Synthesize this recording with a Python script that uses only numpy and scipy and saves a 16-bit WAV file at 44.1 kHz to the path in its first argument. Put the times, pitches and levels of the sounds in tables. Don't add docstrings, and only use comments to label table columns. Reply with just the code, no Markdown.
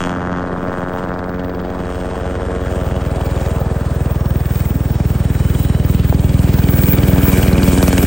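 import sys
import numpy as np
from scipy import signal
from scipy.fft import rfft, irfft, next_fast_len
from scipy.io import wavfile

SR = 44100
rng = np.random.default_rng(int(sys.argv[2]) if len(sys.argv) > 2 else 0)


def to_linear_factor(level_db):
    exponent = np.asarray(level_db, float) / 20
    return 10 ** exponent


def inscribe(sig):
    pcm = np.round(np.clip(np.atleast_2d(sig).T, -1, 1) * 32767)
    wavfile.write(sys.argv[1], SR, pcm.astype(np.int16))


N = 355446
T = np.arange(N) / SR
PAD = next_fast_len(N + SR // 4)
HZ = np.arange(PAD // 2 + 1) * SR / PAD + 1e-3

PASS_S, MISS_M, SPEED_M_S = 8.03, 23.65, 30.3
FIRST_PASS, GEAR_RATIO = -.465, 4.61

# t/s, rate/(passes/s)
BLADE_RATE = [(0.0, 19.48), (1.0, 19.606), (2.0, 19.66), (2.6, 19.911), (3.2, 20.056), (4.0, 20.123),
              (5.0, 20.103), (6.0, 20.162), (6.5, 20.29), (7.0, 20.26), (7.4, 20.073), (7.7, 19.78),
              (8.06, 19.539)]
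# t/s, level/dB, sharpness/dB
MAIN_BEAT = [(0, -40.5, 4), (.8, -42.5, 8.5), (1.5, -33, -12), (2.1, -27, -18), (3, -22, -2.5),
             (3.6, -21.5, -1), (4.9, -20.5, 1.5), (6.4, -17.5, 2), (7.1, -19, 3), (7.7, -16.5, -4.5),
             (8.06, -18.5, -8.5)]
# f/Hz, level/dB
DEEP_COLOUR = [(15, -31), (22, -19), (40, 12), (55, -20), (90, -75)]
BOOM_COLOUR = [(15, -64), (22, -22), (40, -10), (60, 2), (85, 1), (110, -8.5), (150, -24), (300, -117)]
THUMP_COLOUR = [(50, -66), (80, -11.5), (110, 5), (160, 0), (200, -11.5), (280, -36.5), (500, -76)]
EDGE_COLOUR = [(100, -18), (180, 1.5), (220, 2), (300, -3), (450, -13.5), (800, -27), (1500, -64)]
# t/s, level/dB, brightest f/Hz
SWISH = [(0, -54, 2900), (.8, -55.5, 2940), (1.4, -46, 3070), (1.9, -54, 3150), (2.9, -50.5, 2570),
         (3.45, -48.5, 4430), (3.9, -57, 3530), (4.3, -47.5, 2900), (5.2, -49.5, 2000), (5.8, -42.5, 2740),
         (6.3, -44, 3700), (6.9, -35.5, 2900), (7.4, -35.5, 3100), (7.7, -31, 3600), (8.06, -51, 3500)]

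# t/s, peak level/dB, brightness/dB
SLAPS = [(0.261, -48, -23), (3.158, -17, -28), (3.207, -13, -42), (3.583, -17, -29), (4.004, -23, -35),
         (4.999, -16.5, -30), (6.124, -9, -45), (6.585, -18, -29), (7.159, -14, -26), (7.775, -9.5, -31),
         (7.827, -7, -17), (7.879, -8.5, -16), (7.928, -7, -19.5), (7.979, -14, -7), (8.03, -15.5, -11)]
# f/Hz, level/dB
SLAP_COLOUR = [(100, -30), (280, -3), (600, 0), (800, -3), (1100, -14), (1800, -22), (3000, -40)]
# f/Hz, level/dB
FIZZ_COLOUR = [(500, -14), (1200, 4), (2500, 4), (4500, 0), (6500, 1), (9000, -3), (14000, -26)]

# t/s, lead/(tail passes)
TAIL_LEAD = [(0, -.05), (1, -.22), (2, -.33), (2.5, -.35), (3, -.45), (4, -.68), (5, -.85), (6, -.95),
             (7, -1.03), (7.4, -.98), (8.06, -.5)]
# t/s, level/dB, brightness/dB
TAIL_BEAT = [(0, -24, -13), (.4, -23.5, -12.5), (.7, -26, -4.5), (1, -26.5, -4.5), (1.4, -24, -7),
             (2, -27.5, -1), (2.6, -28, 0), (3, -30, -1), (3.6, -37.5, 6.5), (4.1, -46.5, 10),
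             (4.7, -36, -4), (5.3, -28.5, -16.5), (5.9, -25.5, -15.5), (6.5, -21.5, -23), (7, -18.5, -18),
             (7.4, -17.5, -11.5), (7.7, -15, -15), (8.06, -17.5, -19)]
# f/Hz, level/dB
BUZZ_COLOUR = [(60, 0.5), (90, -4), (180, 2), (280, 0), (370, -10), (500, -20), (900, -86)]
RASP_COLOUR = [(200, -36), (300, -54), (370, -3.5), (460, 1.5), (640, -2), (760, -12), (950, -40),
               (1500, -100)]
CRACK_COLOUR = [(400, -13), (700, -3.5), (1100, 0), (1500, -1.5), (1900, -12.5), (2400, -34), (4000, -89)]
SIZZLE_COLOUR = [(1200, 7), (2100, 6.5), (3300, 13), (4200, -20.5), (7000, -49)]
SIZZLE_TOP_COLOUR = [(2500, -53), (4200, 5), (6500, 14.5), (9000, -8.5), (15000, -52), (17000, -40)]

# t/s, level/dB
WHINE = [(0, -75), (1.5, -48), (1.9, -58), (2.55, -67), (2.8, -53), (3.5, -52), (4.2, -43.5), (4.6, -38.5),
         (4.8, -43), (5.5, -40), (6.5, -36), (6.8, -23.5), (7.1, -28.5), (7.3, -27), (7.55, -32),
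         (8.06, -35)]
# f/Hz, level/dB, middle t/s, length/s, flutter/rad
GEAR_TONES = [(2950, -46, 2.8, .6, 9), (2340, -49, 3.3, .35, 1.5), (3020, -43, 5.58, .26, 2.6),
              (3919, -57, 3.4, .3, 1.2), (3919, -49, 5.65, .3, 4), (5491, -59, 2.5, .5, .9),
              (5491, -53, 5, .8, 1.5), (6266, -60, 4.3, .4, 1.2), (7031, -49, 3.42, .12, 2.5),
              (7031, -55, 5.7, .7, .9), (8640, -57, 2.3, .5, 2.5), (8640, -50, 4.3, .45, 2.5),
              (8640, -50, 5.6, .4, 2.5)]
# f/Hz, width/Hz, level/dB
DUCTS = [
    (1577, 110, 0),
    (2330, 170, 1),
    (3020, 120, -7),
]

# t/s, level/dB
EXHAUST = [(0, -29.5), (.5, -29.5), (1.6, -31), (2.8, -28.5), (3.5, -28), (4.5, -31.5), (6.2, -33),
           (7, -27.5), (8.06, -27.5)]
# f/Hz, level/dB
AIR_COLOUR = [(25, -27), (60, -8.5), (130, -9), (220, -7), (500, -9.5), (1000, -18.5), (2000, -23.5),
              (2600, -24), (5000, -34), (8000, -23.5), (12000, -24.5), (16000, -58)]
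# t/s, length/s, lift/dB
CLEARINGS = [(0, 0.082, 16.5), (0.394, 0.018, 2.5), (0.742, 0.072, 4), (0.992, 0.044, 5.5),
             (1.453, 0.26, -6), (2.118, 0.33, 6), (2.767, 0.11, 7), (3.046, .1, 7), (3.42, 0.14, 10),
             (3.653, 0.034, -3), (3.938, 0.24, 4), (4.58, 0.11, 7), (5.092, 0.17, 3.5), (5.572, .1, 4),
             (5.81, 0.063, -1.5), (5.917, 0.03, 3), (6.8, 0.078, 3.5), (7.354, 0.087, 3.5),
             (7.555, 0.045, -4), (7.72, 0.03, 0.5)]
# f/Hz, level/dB
SCATTER = [(30, -36), (300, -28), (1000, -17), (2500, -14), (5000, -16), (8500, -13), (9600, -38),
           (11800, -17), (13200, -38), (14300, -38), (15500, -18)]

# f/Hz, phase/(half
PORT_PHASE = [(60, .012), (300, .025), (700, .06), (1800, .045), (3500, .11), (5200, .02), (8400, -.03),
              (9000, -.22), (9900, -.475), (10500, -.53), (12100, -1), (13450, -1.47), (14050, -1.535),
              (15800, -2)]
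# f/Hz, level/dB
LEFT_DB = [(60, -.2), (380, -.4), (800, .4), (1400, 1.1), (2600, 0), (4500, .9), (9000, 0)]


def main_rotor():
    phase = blade_phase() + .22
    boom_db, sharp_db = in_time(MAIN_BEAT)
    near_edge_db = -11.5 + 1.42 * nearness_db() + 0.47 * sharp_db
    far_edge_db = -30.5 - 2.0 * T
    edge_gain = to_linear_factor(near_edge_db) + to_linear_factor(far_edge_db)

    blades = passes(phase, spread_db=.6)
    pulse = to_linear_factor(boom_db + 1.5) * coloured(blades, BOOM_COLOUR)
    pulse += to_linear_factor(boom_db + sharp_db) * coloured(blades, THUMP_COLOUR)
    pulse += to_linear_factor(-41) * coloured(blades, DEEP_COLOUR)
    edges = passes(phase, spread_db=1.8)
    pulse += edge_gain * to_linear_factor(-3.5) * coloured(edges, EDGE_COLOUR)

    echo_s, echo_top_hz = 0.01375, 250
    echo = to_linear_factor(-13.5) * np.exp(-2j * np.pi * HZ * echo_s) / (1 + (HZ / echo_top_hz) ** 2)
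    return through(pulse, 1 + echo) / 1.055 + tip_swish(phase)


def tip_swish(phase):
    level_db, bright_hz = in_time(SWISH)
    puff_s, width_octaves, skirt = .0021, .42, 0.06
    swish, white = 0, rng.standard_normal(N)
    for hz in np.geomspace(1300, 11000, 8):
        puffs = np.abs(passes(phase + rng.uniform(-.02, 0), spread_db=1.8))
        gate = signal.lfilter([1], np.poly([np.exp(-1 / (puff_s * SR))] * 2), puffs)
        band = band_noise(white, hz / 1.367, hz * 1.07)
        octaves_off = np.log2(hz / bright_hz)
        weight = skirt + np.exp(-.5 * (octaves_off / width_octaves) ** 2)
        swish = swish + band * gate * weight / hz
    return to_linear_factor(level_db + 0.33 * clear_db()) * rms_one(swish)


def slaps():
    onset_s, peak_db, bright_db = np.transpose(SLAPS)
    crest_delay_s, burst_s = .0015, .002
    at = ((onset_s + crest_delay_s) * SR).astype(int)
    low, high = np.zeros((2, N))
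    low[at] = -to_linear_factor(peak_db)
    high[at - 40] = to_linear_factor(peak_db + bright_db)
    burst = np.exp(-np.arange(300) / (burst_s * SR))
    high = signal.fftconvolve(high, burst)[:N] * rng.standard_normal(N)
    body = to_linear_factor(at_hz(SLAP_COLOUR, HZ))
    fizz = to_linear_factor(at_hz(FIZZ_COLOUR, HZ))
    pulse = through(low, body) / irfft(body)[0]
    return pulse * to_linear_factor(7.5) + through(high, fizz) * to_linear_factor(14.0)


def tail_rotor():
    phase = tail_phase()
    buzz_db, bright_db = in_time(TAIL_BEAT)
    bank_end_s, bank_fade_s = 1.29, 0.067
    facing_end_s, facing_fade_s = .45, 0.033
    banking = 1 / (1 + np.exp((T - bank_end_s) / bank_fade_s))
    facing = 1 / (1 + np.exp((T - facing_end_s) / facing_fade_s))
    rasp_db = buzz_db + bright_db
    crack_db = buzz_db + 0.75 * bright_db - 8.5 + 10 * banking + 4.8 * facing
    sizzle_db = buzz_db + 0.58 * bright_db - 28.5 + 9 * facing
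    sizzle_db = sizzle_db - 0.13 * nearness_db() + clear_db()

    wander = phase + .006 * drift(25)
    even = passes(phase, spread_db=.8)
    uneven = passes(wander, spread_db=3.5)
    pair_db = 1.2 * np.cos(np.pi * np.floor(wander))
    cracks = passes(wander, spread_db=1.4) * to_linear_factor(pair_db)

    buzz = to_linear_factor(buzz_db + 0.32 * drift(1.5)) * coloured(even, BUZZ_COLOUR)
    rasp = to_linear_factor(rasp_db + 0.4 * drift(1.4)) * coloured(even, RASP_COLOUR)
    crack = to_linear_factor(crack_db) * coloured(cracks, CRACK_COLOUR)
    highs = coloured(uneven, SIZZLE_COLOUR) + to_linear_factor(-9.5) * coloured(uneven, SIZZLE_TOP_COLOUR)
    sizzle = to_linear_factor(sizzle_db + 3.0) * highs
    return -(buzz + rasp + crack + sizzle)


def turbines():
    return gear_tones() + intake_ducts() + compressor_whine()


def gear_tones():
    nominal_passes_per_s = 20.12
    clock_s = (blade_phase() - FIRST_PASS) / nominal_passes_per_s
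    tones = 0
    for hz, db, middle_s, length_s, flutter_rad in GEAR_TONES:
        gain = to_linear_factor(db + 2.5 * drift(4)) * bell(middle_s, length_s)
        tones = tones + gain * np.sin(2 * np.pi * hz * clock_s + flutter_rad * drift(25))
    return tones


def intake_ducts():
    open_s, rise_db_s = 6.95, 20
    ducts = 0
    for hz, width_hz, db in DUCTS:
        ducts = ducts + to_linear_factor(db + 1.5 * drift(3)) * narrow_noise(hz, width_hz)
    chop = to_linear_factor(10.8 * np.cos(2 * np.pi * GEAR_RATIO * blade_phase()))
    return to_linear_factor(-42 + rise_db_s * np.minimum(T - open_s, 0)) * ducts * chop


def compressor_whine():
    whine = narrow_noise(15670, width_hz=1000) * to_linear_factor(1.1 * drift(30))
    level_db = in_time(WHINE)[0] + 0.9 * clear_db() + 4.5 * drift(12)
    return to_linear_factor(level_db) * rms_one(whine)


def air_roar(patchy_db, beat_db):
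    splits_hz = [500, 2000, 4500, 9500]
    edges_hz = 28 * 2 ** np.arange(0, 9.6, .5)
    together = drift(1.9)
    beat = np.cos(2 * np.pi * (blade_phase() + 0.2))
    white = rng.standard_normal((2, 2, N))
    groups = np.zeros((len(splits_hz) + 1, 2, N))
    for k, (low_hz, high_hz) in enumerate(zip(edges_hz, edges_hz[1:])):
        hz = np.sqrt(low_hz * high_hz)
        band = band_noise(white[k % 2], low_hz, high_hz)
        flicker_db = patchy_db * (0.097 * together + drift(7.2))
        gain = to_linear_factor(at_hz(AIR_COLOUR, hz) + flicker_db + beat_db * beat)
        groups[np.searchsorted(splits_hz, hz)] += gain * band

    load_db, near_db, lift_db = in_time(EXHAUST)[0], nearness_db(), clear_db()
    rumble_db = -24 + 0.55 * (load_db - load_db.mean()) + 0.32 * near_db
    rush_db = -32 + near_db + 0.57 * lift_db
    hiss_db = -29 + 1.48 * near_db + lift_db
    absorb_db_m = 0.24
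    top_db = -26 + 0.99 * near_db + 1.77 * lift_db - absorb_db_m * distance_m() + 3.4 * drift(21)
    tail_seen = 1 - bell(4.7, 1.0)
    exhaust_db = load_db + 3.5 * tail_seen * np.cos(2 * np.pi * (tail_phase() - .03))

    roar = 0
    for group, level_db in zip(groups, [rumble_db, exhaust_db, rush_db, hiss_db, top_db]):
        roar = roar + to_linear_factor(level_db) * rms_one(group)
    return roar


def blade_phase():
    return FIRST_PASS + np.cumsum(in_time(BLADE_RATE)[0]) / SR


def tail_phase():
    return GEAR_RATIO * blade_phase() + in_time(TAIL_LEAD)[0] - .3


def passes(phase, spread_db):
    turns = np.floor(phase)
    marks = np.diff(turns, prepend=turns[0]) > 0
    return -1. * marks * to_linear_factor(spread_db * rng.standard_normal(N))


def distance_m():
    return np.hypot(MISS_M, SPEED_M_S * (T - PASS_S))


def nearness_db():
    return -20 * np.log10(distance_m() / MISS_M)


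def clear_db():
    return sum(lift_db * bell(s, length_s) for s, length_s, lift_db in CLEARINGS)


def bell(middle_s, length_s):
    return np.exp(-.5 * ((T - middle_s) / length_s) ** 2)


def drift(rate_hz):
    r = np.exp(-80 * np.pi * rate_hz / SR)
    white = rng.standard_normal(N // 40 + 2002)
    slow = signal.lfilter([1], [1, -2 * r, r * r], white)[2000:]
    return np.interp(np.arange(N) / 40, np.arange(len(slow)), rms_one(slow))


def narrow_noise(hz, width_hz):
    lowpass = signal.butter(2, width_hz / 2, fs=SR, output="sos")
    slow = signal.sosfilt(lowpass, rng.standard_normal((2, N)))
    turn = 2 * np.pi * hz * T
    return rms_one(slow[0] * np.cos(turn) + slow[1] * np.sin(turn))


def band_noise(white, low_hz, high_hz):
    return signal.sosfilt(signal.butter(2, [low_hz, high_hz], "band", fs=SR, output="sos"), white)


def in_time(rows):
    s, *columns = np.transpose(rows)
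    return [np.interp(T, s, c) for c in columns]


def at_hz(points, hz):
    table_hz, values = np.transpose(points)
    return np.interp(np.log(hz), np.log(table_hz), values)


def through(x, response):
    return irfft(rfft(x, PAD) * response, PAD)[..., :N]


def coloured(x, spectrum):
    return rms_one(through(x, to_linear_factor(at_hz(spectrum, HZ))))


def rms_one(x):
    return x / np.sqrt(np.mean(x ** 2) + 1e-20)


def scene():
    direct, scattered = air_roar(patchy_db=1.5, beat_db=2.0)
    ship = main_rotor() + slaps() + tail_rotor() + turbines() + direct
    sides = through(scattered, to_linear_factor(at_hz(SCATTER, HZ)))
    return ship + sides * [[1], [-1]]


def low_pass(x):
    return signal.sosfilt(signal.butter(12, 17140, fs=SR, output="sos"), x)


def record(dry):
    smear_turns, smear_top_hz = 1.15, 2800
    smear = smear_turns * np.log(1 + smear_top_hz / (HZ + 5))
    side = np.array([[.5], [-.5]])
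    turns = smear + side * at_hz(PORT_PHASE, HZ)
    ports = to_linear_factor(side * at_hz(LEFT_DB, HZ)) * np.exp(2j * np.pi * turns)
    ceiling, cutoff_hz, dc_offset = 1.3, 15850, -.0028
    wet = ceiling * np.tanh(through(dry, ports) / ceiling)
    wet = through(wet, 1 / (1 + (HZ / cutoff_hz) ** 300))
    return low_pass(wet + dc_offset)


dry = scene()
out = record(dry)
inscribe(out)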